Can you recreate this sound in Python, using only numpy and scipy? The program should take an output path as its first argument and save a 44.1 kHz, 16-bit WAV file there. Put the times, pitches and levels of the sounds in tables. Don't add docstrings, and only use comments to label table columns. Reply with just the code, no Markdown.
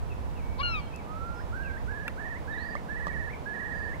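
import sys
import numpy as np
from scipy import signal
from scipy.fft import rfft, irfft
from scipy.io import wavfile
from scipy.ndimage import uniform_filter1d

SR = 44100
rng = np.random.default_rng(int(sys.argv[2]) if len(sys.argv) > 2 else 0)


def transcribe(signal):
    frames = np.atleast_2d(signal).T
    limited = np.clip(frames, -1, 1)
    pcm = np.round(limited * 32767).astype(np.int16)
    wavfile.write(sys.argv[1], SR, pcm)


N = 176400
CROAK_PAN_DB, CRY_LAG_MS, CRY_ECHO_DB = 7, 0.27, -19


def singer(song_db=-35.5, attack_s=0.011, release_s=0.0052, trill_fade_s=0.617):
    # start_s, end_s, held_hz, scoop_hz, scoop_s, first_crest_s, period_s, depth_hz, build_s, relative_db
    notes = [(1.03, 1.394, 1440, 310, .17, 1.25, .058, 6, .05, -5),
             (1.514, 1.763, 1548, 400, .022, 1.565, .057, 95, .05, -3.3),
             (1.869, 2.062, 1650, 430, .017, 1.912, .053, 110, .04, -2.2),
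             (2.168, 2.352, 1715, 450, .017, 2.205, .053, 205, .055, -2),
             (2.471, 2.749, 1705, 420, .007, 2.504, .055, 270, .085, -.2),
             (2.881, 3.289, 1712, 380, .008, 2.925, .055, 280, .095, .2),
             (3.453, 3.927, 1675, 400, .005, 3.491, .0574, 310, .13, .5)]
    flick_s, flick_hz, flick_db = 0.0214, 455, -4
    t, voice = clock(), np.zeros(N)
    wobble = 1 + 0.0058 * walk(250)
    for start, end, held, scoop, scoop_s, crest, period, depth, build, db in notes:
        stop = end + flick_s + release_s
        on = (t > start) & (t < stop)
        now = t[on]
        pitch = held - scoop * np.exp((start - now) / scoop_s)
        trill = np.cos(np.pi * (now - crest) / period) ** 2
        trill *= ramp((now - crest + period / 2) / build) * (1 - ramp((now - end) / flick_s))
        swing = depth * trill * np.exp(-(now - crest) / trill_fade_s)
        flick = np.clip((now - end) / flick_s, 0, None)
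        phase = turn((pitch + swing + flick_hz * flick) * wobble[on])
        onset = ramp((now - start) / (attack_s + scoop_s / 2))
        envelope = onset * ramp((stop - now) / release_s)
        voice[on] += envelope * undb(song_db + db + flick_db * flick) * np.sin(phase)
    voice *= undb(1.2 * walk(110))
    off_hull = undb(-12) * late(voice, 0.027)
    return place(voice + off_hull, pan_db=-17, lag_ms=-0.19) + undb(-12) * echo(voice)


def croak(edge_s=0.005, hoarseness=0.011, shift_at_s=0.605, shift_s=0.008):
    # time_s, pitch_hz, level_db
    contour = [(.578, 456, -55), (0.591, 506, -40), (.603, 539, -30.5), (0.617, 577, -30), (.628, 562, -41)]
    # frequency_hz, early_gain_db, late_gain_db
    throat = [(550, -21, -22), (1063, 2, 2), (1650, -20, -16), (2280, -21, -6), (2850, -21, -9.5),
              (3600, -17.5, -23), (4280, -12.5, -25), (5600, -32, -36)]
    t, voice = clock(), np.zeros(N)
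    times, pitch, level = np.array(contour).T
    hz = np.interp(t, times, pitch) * (1 + hoarseness * walk(700))
    phase = turn(hz)
    envelope = undb(np.interp(t, times, level))
    envelope *= ramp((t - times[0]) / edge_s) * ramp((times[-1] - t) / edge_s + 1)
    shift = ramp((t - shift_at_s) / shift_s)
    for k in range(1, 11):
        throat_db = (1 - shift) * over_hz(k * hz, throat) + shift * over_hz(k * hz, throat, column=2)
        voice += np.sqrt(2) * envelope * undb(throat_db) * np.sin(k * phase)
    return place(voice, CROAK_PAN_DB, CRY_LAG_MS) + undb(CRY_ECHO_DB) * echo(voice)


def cry(start_s=0.626, end_s=0.816, attack_s=0.0082, release_s=0.028):
    # frequency_hz, level_db
    resonances = [(1100, -41), (1400, -35.5), (2300, -42), (2620, -33.5), (2730, -43), (2830, -31),
                  (3500, -60), (3810, -42), (3950, -54.5), (4200, -37), (5000, -68), (5340, -48),
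                  (5600, -63), (7100, -78)]
    # left_over_right_db, one per harmonic
    pans = (12.4, 2.8, 8, 11.4, 4)
    start_hz, sag_hz_per_s2 = 1426.3, 9300
    t, direct, voice = clock(), 0, 0
    hz = start_hz - sag_hz_per_s2 * (np.clip(t, start_s, end_s) - start_s) ** 2
    phase = turn(hz * (1 + 0.002 * walk(500)))
    shimmer = undb(walk(900))
    envelope = ramp((t - start_s) / attack_s) * ramp((end_s - t) / release_s) * shimmer
    for k, pan_db in enumerate(pans, 1):
        harmonic = np.sqrt(2) * envelope * undb(over_hz(k * hz, resonances)) * np.sin(k * phase)
        direct += place(harmonic, pan_db, CRY_LAG_MS)
        voice += harmonic
    far_shore = undb(-29) * place(late(voice, 0.176), CROAK_PAN_DB)
    return direct + undb(CRY_ECHO_DB) * echo(voice) + far_shore


def clicks():
    # start_s, body_db, edge_db
    hits = [(.961, -56, -40), (2.0797, -21.5, -36.5), (2.0809, -24, -42.5), (2.0831, -25, -53)]
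    # frequency_hz, relative_db, t60_s
    modes = [(1340, -1.5, 0.014), (1670, -11.5, .022), (2360, -0.5, 0.0072), (2760, -11.5, 0.027),
             (3450, -16.5, 0.016)]
    return knocks(hits, modes, push_s=0.00051, edge_s=0.0013, edge_hz=(4000, 13000),
                  pan_db=-2, lag_ms=-0.11)


def bumps():
    # start_s, body_db, edge_db
    hits = [(2.7522, -24.5, -41), (3.0682, -23.5, -37.5), (3.0797, -32, -40)]
    # frequency_hz, relative_db, t60_s
    modes = [(169, -7, 0.048), (574, -4.5, .032), (870, -1, .0076), (1173, 4, 0.029), (4950, -21, .014)]
    return knocks(hits, modes, push_s=0.0018, edge_s=0.0043, edge_hz=(2200, 6000),
                  pan_db=-5.5, lag_ms=-0.3)


def knocks(hits, modes, push_s, edge_s, edge_hz, pan_db, lag_ms):
    t, body, edge = clock(), np.zeros(N), np.zeros(N)
    for start, body_db, edge_db in hits:
        at = np.flatnonzero(t > start)[:SR // 8]
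        age = t[at] - start
        for k, (hz, db, t60) in enumerate(modes):
            envelope = ramp(age / push_s) * undb(body_db + db - 60 * age / t60)
            body[at] += (-1) ** k * envelope * np.sin(2 * np.pi * hz * age)
        edge[at] += undb(edge_db) * np.exp(-age / edge_s)
    band = signal.butter(2, edge_hz, "band", fs=SR, output="sos")
    return place(body, pan_db, lag_ms) + signal.sosfilt(band, edge * rng.standard_normal((2, N)))


def far_birds():
    # start_s, length_s, start_hz, end_hz, level_db
    pipes = [(0.098, 0.037, 2800, 2430, -51.5), (0.355, .057, 2815, 2230, -56),
             (0.391, .55, 2238, 2263, -57), (.69, .22, 3190, 3140, -62), (.927, 0.038, 2480, 2610, -50),
             (.959, .055, 2850, 2015, -57), (1.346, .1, 5130, 5030, -67), (1.631, 0.082, 2770, 2110, -53),
             (2.511, 0.036, 3800, 3640, -57), (2.568, .085, 3660, 4700, -57),
             (2.65, 0.098, 4690, 4670, -65), (3.107, .034, 2340, 2146, -51),
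             (3.325, 0.03, 2320, 2170, -43.5), (3.72, .2, 4840, 4400, -70)]
    t, voices = clock(), np.zeros(N)
    waver, flicker = 0.022 * walk(450), undb(2 * walk(120))
    for start, length, start_hz, end_hz, db in pipes:
        on = (t > start) & (t < start + length)
        progress = (t[on] - start) / length
        arch = np.sin(np.pi * progress)
        glide = start_hz + (end_hz - start_hz) * progress
        ragged = waver[on] / (1 + (length / 0.21) ** 4)
        phase = turn(glide * (1 + 0.012 * arch + ragged))
        voices[on] += undb(db) * flicker[on] * np.sqrt(2 * arch) * np.sin(phase)
    direct = place(voices, pan_db=5)
    return direct + undb(-4) * echo(direct.mean(axis=0))


def wind(lift_db=8.5, flutter_db=0.45):
    # frequency_hz, relative_db
    spectrum = [(20, -9), (45, -2.5), (70, 0.5), (110, -6.5), (300, -34), (800, -59.5)]
    # time_s, relative_db
    gusts = [(.1, -42), (.8, -40.5), (1.0, -48.5), (1.58, -41.5), (2.15, -47), (2.9, -48.5), (3.25, -43.5),
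             (3.5, -52.5), (3.8, -45)]
    hz = frequencies()
    level_db = np.interp(clock(), *np.array(gusts).T) + lift_db + flutter_db * walk(12)
    shape = undb(over_hz(hz, spectrum)) * ramp(hz / 20)
    return air(shape, pan_db=-4.5, likeness=-0.65) * undb(level_db)


def distant_wash(level_db=-42.5, rise_db_per_s=0.31, low_cut_hz=124.4):
    # frequency_hz, relative_db
    spectrum = [(88, -12), (150, 2), (366, -9.5), (481, -6), (550, -9.5), (985, -10), (1170, -16),
                (2500, -26), (3040, -30), (15500, -48)]
    # frequency_hz, left_over_right_db, likeness, left_lead_rad
    stereo = [(272, 2, 0.87, -0.83), (472, -3.5, 0.69, -1.25), (850, -7.5, 0.69, -1.85),
              (1300, -5.5, 0.22, -2.5), (5000, 0.5, .15, 0)]
    hz = frequencies()
    shape = undb(over_hz(hz, spectrum)) * hz ** 2 / (hz ** 2 + low_cut_hz ** 2)
    pan_db, likeness, lead_rad = (over_hz(hz, stereo, column) for column in (1, 2, 3))
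    return air(shape, pan_db, likeness, lead_rad) * undb(level_db + rise_db_per_s * (clock() - 2.5))


def echo(x, t60_s=0.38, delay_s=0.0073):
    t = clock()[:SR]
    tail = rng.standard_normal((2, SR)) * undb(-60 * t / t60_s) * (t > delay_s)
    tail /= np.sqrt(np.sum(tail ** 2) / 2)
    return signal.fftconvolve(x[None], tail, axes=1)[:, :N]


def air(shape, pan_db, likeness, lead_rad=0):
    mid, side = rfft(rng.standard_normal((2, N)))
    sign = np.array([[1], [-1]])
    pair = mid * np.sqrt(1 + likeness) + sign * side * np.sqrt(1 - likeness)
    balance = undb(sign * pan_db / 2) * np.exp(1j * sign * lead_rad / 2)
    return unit(irfft(shape * pair * balance, N))


def place(x, pan_db, lag_ms=0):
    right = irfft(rfft(x) * np.exp(-2j * np.pi * frequencies() * lag_ms / 1000), N)
    gains = undb(np.array([[pan_db], [-pan_db]]) / 2)
    return np.array([x, right]) * gains / np.sqrt(np.mean(gains ** 2))


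def late(x, delay_s):
    return np.interp(clock() - delay_s, clock(), x, left=0)


def walk(rate_hz):
    hold = int(SR / rate_hz)
    steps = np.repeat(rng.standard_normal(N // hold + 1), hold)
    return unit(uniform_filter1d(uniform_filter1d(steps, hold), hold)[:N])


def over_hz(hz, table, column=1):
    table = np.array(table, float)
    return np.interp(np.log(hz + 1), np.log(table[:, 0] + 1), table[:, column])


def turn(hz):
    return 2 * np.pi * np.cumsum(hz) / SR


def ramp(u):
    return np.sin(np.clip(u, 0, 1) * np.pi / 2) ** 2


def undb(db):
    return 10 ** (np.asarray(db) / 20)


def unit(x):
    return x / np.sqrt(np.mean(x ** 2))


def clock():
    return np.arange(N) / SR


def frequencies():
    return np.arange(N // 2 + 1) * SR / N


def scene():
    return clicks() + bumps() + singer() + croak() + cry() + far_birds() + distant_wash() + wind()


def record(dry, top_hz=15700):
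    return signal.sosfilt(signal.ellip(10, 0.1, 70, top_hz, fs=SR, output="sos"), dry)


dry = scene()
out = record(dry)
transcribe(out)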